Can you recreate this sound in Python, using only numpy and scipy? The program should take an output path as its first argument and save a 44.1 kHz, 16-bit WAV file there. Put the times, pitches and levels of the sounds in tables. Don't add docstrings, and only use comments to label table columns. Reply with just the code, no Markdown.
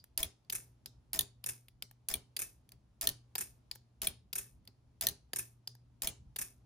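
import sys
import numpy as np
from scipy import signal
from scipy.fft import rfft, irfft, next_fast_len
from scipy.io import wavfile
from scipy.ndimage import uniform_filter1d, map_coordinates

SR = 44100
rng = np.random.default_rng(int(sys.argv[2]) if len(sys.argv) > 2 else 0)


def transcribe(signal):
    frames = np.atleast_2d(signal).T
    limited = np.clip(frames, -1, 1)
    pcm = np.round(limited * 32767).astype(np.int16)
    wavfile.write(sys.argv[1], SR, pcm)


def voltage_ratio(level):
    return 10 ** (np.asarray(level, float) / 20)


N = 293509

# landing_s, level_db, desk_thud_db
HARD_LANDINGS = [(1.1906, -13, -47.5), (3.0717, -12.5, -46.5), (5.0687, -12.5, -48)]
SOFT_LANDINGS = [(0.2293, -15, -43.5), (2.139, -15, -46.5), (4.0703, -14.5, -47.5), (6.0724, -14, -46.5)]
BACK_LANDINGS = [(0.5509, -24, -59), (1.489, -24, -58), (2.4182, -24, -65), (3.4081, -23.5, -57),
                 (4.382, -23.5, -50), (5.3876, -23.5, -59), (6.4138, -24, -57)]
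# start_s, treble_db, rebound_after_s, rebound_db (against the snap), hum_swell_db
LEVER_THROWS = [(0.176, -22.5, 0.0045, -13.5, -64.5), (1.132, -26, .0078, -8.5, -52.5),
                (2.086, -24, .0054, -14, -63), (3.0117, -26, .0075, -7.5, -48),
                (4.0178, -26, .0067, -12, -58), (5.0104, -24.5, 0.0098, -8.5, -58.5),
                (6.02, -26, 0.0088, -14, -63.5)]
# start_s, treble_db, knock_db (against treble), t60_s, hum_swell_db
LEVER_RETURNS = [(0.4985, -31, -26.5, 0.015, -58), (1.44, -34, -20, 0.01, -53),
                 (2.365, -31.5, -27, 0.022, -65), (3.3537, -29.5, -10, 0.017, -65),
                 (4.3294, -33, -22.5, 0.02, -62), (5.333, -27.5, -7.5, 0.0098, -50.5),
                 (6.361, -34.5, -12, 0.017, -58.5)]
# start_s, treble_db, middle_db, spring_db (both against treble), hum_swell_db
LEVER_RELEASES = [(0.8591, -35.5, -8, -1.5, -61.5), (1.8234, -31, -8, -6.5, -58),
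                  (2.7192, -43.5, -16, -9, -72), (3.713, -35, -6, 4, -59), (4.675, -48, -6, 1, -67),
                  (5.6744, -34, -18, 2, -53.5)]


def unit(x):
    return x / np.sqrt(np.mean(x ** 2) + 1e-20)


def along(points, hz):
    f, v = np.transpose(points)
    return np.interp(np.log(hz + 1), np.log(f + 1), v)


def wobble(rate):
    knots = rng.standard_normal(int(N * rate / SR) + 4)
    return map_coordinates(knots, [np.arange(N) * rate / SR])


def filtered(x, response):
    m = next_fast_len(x.shape[-1] + SR // 2)
    return irfft(rfft(x, m) * response(np.fft.rfftfreq(m, 1 / SR)), m)[..., :N]


def ringing(x, peaks, blur=7.5, top_hz=19000):
    def response(f):
        def modes(wider):
            return [voltage_ratio(db) * 1j * f * width * wider / (centre ** 2 - f * f + 1j * f * width * wider)
                    for centre, width, db in peaks]

        sharp = sum((-1) ** k * mode for k, mode in enumerate(modes(1.0)))
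        blurred = np.sqrt(sum(np.abs(mode) ** 2 for mode in modes(blur)))
        edge = 1 / (1 + (f / top_hz) ** 20)
        return [unit(np.abs(h * edge)) * np.exp(1j * np.angle(h)) for h in (sharp, sharp, blurred)]
    return filtered(x[[0, 1, 0]], response)


def contacts(rows, grain_db=3.5):
    out = np.zeros((2, N + SR))
    t = np.arange(SR // 5) / SR
    for s, db, rise, t60 in rows:
        shape = voltage_ratio(db - 60 * t / t60) * (1 - np.exp(-(t / rise) ** 2))
        lumps = unit(uniform_filter1d(rng.standard_normal(len(t)), size=24))
        grit = voltage_ratio(grain_db * lumps)
        burst = shape * grit * rng.standard_normal((2, len(t)))
        burst *= np.linalg.norm(shape) / np.linalg.norm(burst, axis=1, keepdims=True)
        out[:, round(s * SR):][:, :len(t)] += burst
    return out[:, :N]


def swings(landings, steps):
    return contacts([(s + after - rise, db + step_db, rise, t60)
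                     for s, db, _ in landings for after, step_db, rise, t60 in steps])


def hum():
    hum_hz, hum_db, waver_db, octave_db = 119.8, -71.5, 4, -19
    swell_rise_s, swell_t60_s, throw_late_s = 0.035, 0.75, 0.029
    t = np.arange(N) / SR
    size = voltage_ratio(hum_db + waver_db * wobble(7.0))
    swells = [(row[0] + throw_late_s, row[4]) for row in LEVER_THROWS]
    swells += [(row[0], row[4]) for row in LEVER_RETURNS + LEVER_RELEASES]
    for s, db in swells:
        since = np.maximum(t - s, 0)
        size = size + voltage_ratio(db - 60 * since / swell_t60_s) * (1 - np.exp(-(since / swell_rise_s) ** 2))
    turn = 2 * np.pi * hum_hz * t + 0.4 * wobble(7.8)
    return size * (np.sin(turn) + voltage_ratio(octave_db) * np.sin(2 * turn))


def background():
    # pitch_hz, density_db (per Hz)
    air_spectrum = [(12, -64.5), (22, -32), (40, -10.5), (60, -3.5), (92, -11), (122, -8), (150, -14.5),
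                    (250, -19), (450, -29), (830, -31), (1770, -41.5), (5000, -44.5), (11000, -51),
                    (13000, -57), (17000, -64.5)]
    air_db, rumble_lumps_db = -67.5, 3.5
    air = unit(filtered(rng.standard_normal((2, N)), lambda hz: voltage_ratio(along(air_spectrum, hz))))
    rumble = filtered(air, lambda hz: 1 / (1 + (hz / 250) ** 4))
    hiss = voltage_ratio(0.8 * wobble(1.7)) * (air - rumble)
    lumpy = voltage_ratio(0.56 * wobble(3.5) + rumble_lumps_db * wobble(7.2)) * rumble
    bed = voltage_ratio(air_db) * (hiss + lumpy)
    bed[0] += hum()
    return bed


def room(sound):
    # pitch_hz, t60_s
    decay = [(300, 0.12), (1500, 0.21), (4000, .28), (9000, 0.21), (15000, 0.1)]
    out, step = np.zeros((2, N + SR)), SR // 8
    for i in range(0, N, step):
        hz, t, z = signal.stft(rng.standard_normal((2, SR // 2)), SR, nperseg=256)
        fade = voltage_ratio(-60 * t / along(decay, hz)[:, None])
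        tail = signal.istft(z * fade, SR, nperseg=256)[1]
        wet = signal.fftconvolve(sound[:, i:i + step], tail / np.linalg.norm(tail[0]), axes=1)
        out[:, i + 200:][:, :wet.shape[1]] += wet
    return out[:, :N]


def thuds(landings, steps):
    scatter_db, detune = 1.5, 0.008
    out = np.zeros(N + SR)
    t = np.arange(-SR // 10, SR // 10) / SR
    for s, _, thud_db in landings:
        for after, step_db, hz, length in steps:
            db = thud_db + step_db + scatter_db * rng.standard_normal()
            pitch = hz * (1 + detune * rng.standard_normal())
            push = voltage_ratio(db) * np.exp(-(t / length) ** 2) * np.cos(2 * np.pi * pitch * t)
            out[round((s + after) * SR) - SR // 10:][:len(t)] += push
    return out[:N]


def arm():
    # pitch_hz, width_hz, level_db
    arm_modes = [(67.4, 67, -1.5), (112, 17, 2.5), (162, 45, -4.5), (254, 45, -3.5), (300, 36, -7),
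                 (403, 32, 0), (463, 450, -11)]
    # from_landing_s, level_db (against landing), rise_s, t60_s
    out_pushes = [(-.045, -35, .012, 0.36), (0, -33, 0.0043, 0.2)]
    back_pushes = [(-.05, -28.5, 0.0053, 0.069), (-.025, -31, .005, 0.36)]
    # from_landing_s, level_db (against desk thud), pitch_hz, length_s
    hard_thuds = [(-.036, -9, 38, 0.0058), (-0.03, -6, 39, .01), (0.011, -5, 70, 0.0059),
                  (0.045, 0, 58, 0.0022), (-0.022, -2, 655, 0.018)]
    soft_thuds = [(-.021, 2.5, 32, 0.0095), (0.033, -2, 71, 0.01), (-0.0085, -6.5, 655, 0.028)]
    back_thuds = [(0.02, -4, 61.9, 0.012)]
    pushes = swings(HARD_LANDINGS + SOFT_LANDINGS, out_pushes) + swings(BACK_LANDINGS, back_pushes)
    jolts = contacts([(row[0], -59.5, 0.004, 0.093) for row in LEVER_RELEASES])
    shake = ringing(pushes + jolts, arm_modes)[:2]
    shake[0] += thuds(HARD_LANDINGS, hard_thuds) + thuds(SOFT_LANDINGS, soft_thuds)
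    shake[0] += thuds(BACK_LANDINGS, back_thuds)
    return shake


def snaps():
    # start_s, treble_db, middle_db, knock_db, spring_db (last three against treble)
    ticks = [(0.041, -45, -18, -14, -20.5), (0.4476, -74, -13, -8, 6), (1.6838, -48.5, -7, -14, -36),
             (1.9119, -47.5, -16.5, -11.5, -33), (2.691, -50.5, -12, -33.5, -22),
             (3.7525, -48, -23, -13, -25.5), (3.7569, -42, -20.5, -12, -30.5),
             (4.652, -59.5, -14.5, -22, -25), (5.7516, -52.5, -23, -8, -11.5)]
    throw_tone = (-20, -28.5, -18.5, 0.0212)  # middle, knock, spring against treble dB, t60 s
    rebound_tone = (-17, -18, -17.5, 0.0342)
    return_middle_db, return_spring_db = -13.5, -11.5
    seat_s, seat_db, seat_knock_db = 0.0022, 0.5, -6.5
    rows = []
    for s, db, after, less_db, _ in LEVER_THROWS:
        rows.append((s, db, *throw_tone))
        rows.append((s + after, db + less_db, *rebound_tone))
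    for s, db, knock_db, t60, _ in LEVER_RETURNS:
        rows.append((s, db, return_middle_db, knock_db + seat_knock_db, return_spring_db, t60))
        rows.append((s + seat_s, db + seat_db, return_middle_db, knock_db, return_spring_db, t60))
    for s, db, middle_db, spring_db, _ in LEVER_RELEASES:
        rows.append((s, db, middle_db, -22.5, spring_db, 0.012))
    return rows + [(*tick, 0.011) for tick in ticks]


def switch():
    # pitch_hz, width_hz, level_db
    treble_modes = [(6570, 5100, -7), (8940, 3600, -4.5), (10700, 790, 4.5), (12400, 4700, 3),
                    (13730, 2600, 7.5), (14400, 1200, 0)]
    middle_modes = [(2490, 1000, 0.0057), (3800, 1300, 0)]
    knock_modes = [(310, 440, -7), (856, 240, 0.5), (1720, 340, -3)]
    spring_modes = [(4706, 380, -2), (5110, 220, -6)]
    # start_s, level_db, rise_s, t60_s
    opening_ring = [(0, -62, 0.00012, 0.087)]

    def part(column, gain_db):
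        rise = 0.0004
        blows = []
        for row in snaps():
            against_treble_db = row[column] if column > 1 else 0
            blows.append((row[0] - rise, row[1] + against_treble_db + gain_db, rise, row[5]))
        rattle = [(s, db - 20.0, 0.002, 3 * t60) for s, db, _, t60 in blows]
        return contacts(blows + rattle)

    tails = [(s, db + spring_db - 27, 0.004, 0.12) for s, db, _, spring_db, _ in LEVER_RELEASES]
    treble = ringing(part(1, gain_db=0.5), treble_modes)
    middle = ringing(part(2, gain_db=7), middle_modes)
    knock = ringing(part(3, gain_db=5.0), knock_modes)
    spring = ringing(part(4, gain_db=6) + contacts(opening_ring + tails), spring_modes, blur=1.3)
    return treble + middle + knock + spring


def disc():
    # from_landing_s, level_db (against landing), rise_s, t60_s
    hard_scrapes = [(-.044, -16.5, .003, .04), (-.033, -20.5, .004, 0.088)]
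    hard_blows = [(0, 1.5, 0.0007, 0.014), (0.0177, -6.5, .0008, .014), (0.025, -19, .001, .02),
                  (.04, -33, 0.0037, 0.042)]
    soft_scrapes = [(-.039, -15.5, 0.0024, 0.039), (-.028, -19, 0.0027, 0.085)]
    soft_blows = [(0, -4.5, 0.00056, 0.022), (0.014, -19.5, 0.0012, 0.029), (.021, -29, .002, .04)]
    back_blows = [(-.027, -3.5, .002, 0.048), (-.02, -6, 0.0011, 0.024), (-.005, -13.5, 0.00074, 0.032),
                  (0, -2.5, .001, 0.026), (.005, -7.5, .001, .05), (.012, -20.5, .006, 0.25),
                  (0.031, -23.5, 0.00091, 0.033)]
    # pitch_hz, width_hz, level_db
    hard_stop = [(1820, 47, -7), (3000, 650, -11), (3580, 360, -2.5), (4190, 170, -1), (6100, 690, -7.5),
                 (7000, 360, -10), (8860, 500, -8), (9850, 360, -2.5), (10900, 320, -2.5),
                 (12200, 1000, -2), (13240, 1500, 0), (13600, 680, -15), (15700, 850, -6.5)]
    soft_stop = [(1450, 1200, -21), (2387, 100, -3.5), (3375, 140, 2.5), (4270, 390, -8.5),
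                 (5800, 570, -12.5), (7200, 900, -33), (9210, 120, 2.5), (10860, 830, -0.5),
                 (11600, 320, -6.5), (13000, 780, -3), (15000, 350, -6.5), (15600, 350, -9)]
    back_stop = [(369, 22, -15), (1160, 800, -21), (1744, 235, -11), (2194, 69, -9), (2570, 133, -8),
                 (3540, 510, -19), (5600, 980, -7), (6320, 1900, -7.5), (8700, 840, -3), (9500, 200, 0),
                 (11140, 810, -6), (12450, 300, 1), (14200, 1400, -6.5)]
    pivot = [(1040, 600, -2.5), (1810, 110, 4.5), (2320, 670, -2), (3450, 310, 1), (5220, 270, 7),
             (6000, 340, 3.5), (7800, 2200, 2.5), (10900, 1200, -15), (12500, 5500, -3), (16700, 1900, 2.5)]
    scrape = ringing(swings(HARD_LANDINGS, hard_scrapes) + swings(SOFT_LANDINGS, soft_scrapes), pivot)
    hard = ringing(swings(HARD_LANDINGS, hard_blows), hard_stop, blur=7.8)
    soft = ringing(swings(SOFT_LANDINGS, soft_blows), soft_stop, blur=18.0)
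    back = ringing(swings(BACK_LANDINGS, back_blows), back_stop, blur=0.96, top_hz=13970)
    return scrape + hard + soft + back


def microphones(pair, alike, left, lead):
    ports_hz, ports_s = 6914, 0.00026

    def mix(hz, sign):
        turn = np.arccos(np.clip(along(alike, hz), 0, 1)) / 2
        phase = along(lead, hz) - 2 * np.pi * np.maximum(hz - ports_hz, 0) * ports_s
        port = voltage_ratio(sign * along(left, hz) / 2) * np.exp(0.5j * sign * phase)
        return port * [np.cos(turn), sign * np.sin(turn)]
    return np.array([filtered(pair, lambda hz: mix(hz, sign)).sum(axis=0) for sign in (1, -1)])


def scene():
    # pitch_hz, likeness (0-1)
    near_alike = [(100, .96), (350, .65), (700, .6), (1400, .35), (3000, .7), (6300, .4), (8300, .87),
                  (16000, .87)]
    far_alike = [(100, .95), (300, .65), (800, .3), (5000, .15), (8300, .65), (12000, .85), (16000, .5)]
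    # pitch_hz, left_over_right_db
    near_left = [(1200, -.3), (3000, 5.5), (5000, 1), (8000, 0)]
    # pitch_hz, left_lead_rad
    near_lead = [(1200, 0), (2500, 1.1), (5000, .8), (6800, -1.05)]
    far_lead = [(5000, 0), (6800, -1.05)]
    close = switch() + disc()
    near = close[:2] + arm()
    far = voltage_ratio(-17.0) * room(close[2:]) + background()
    near_pair = microphones(near, near_alike, near_left, near_lead)
    far_pair = microphones(far, far_alike, [(1000, 0.4)], far_lead)
    return near_pair + far_pair


def top_cut(x):
    return signal.sosfilt(signal.butter(12, 17040, fs=SR, output="sos"), x)


def record(dry):
    top_hz = 16030
    mix = filtered(dry, lambda hz: voltage_ratio(-0.04 * np.maximum(hz - top_hz, 0)))
    return top_cut(mix)


dry = scene()
out = record(dry)
transcribe(out)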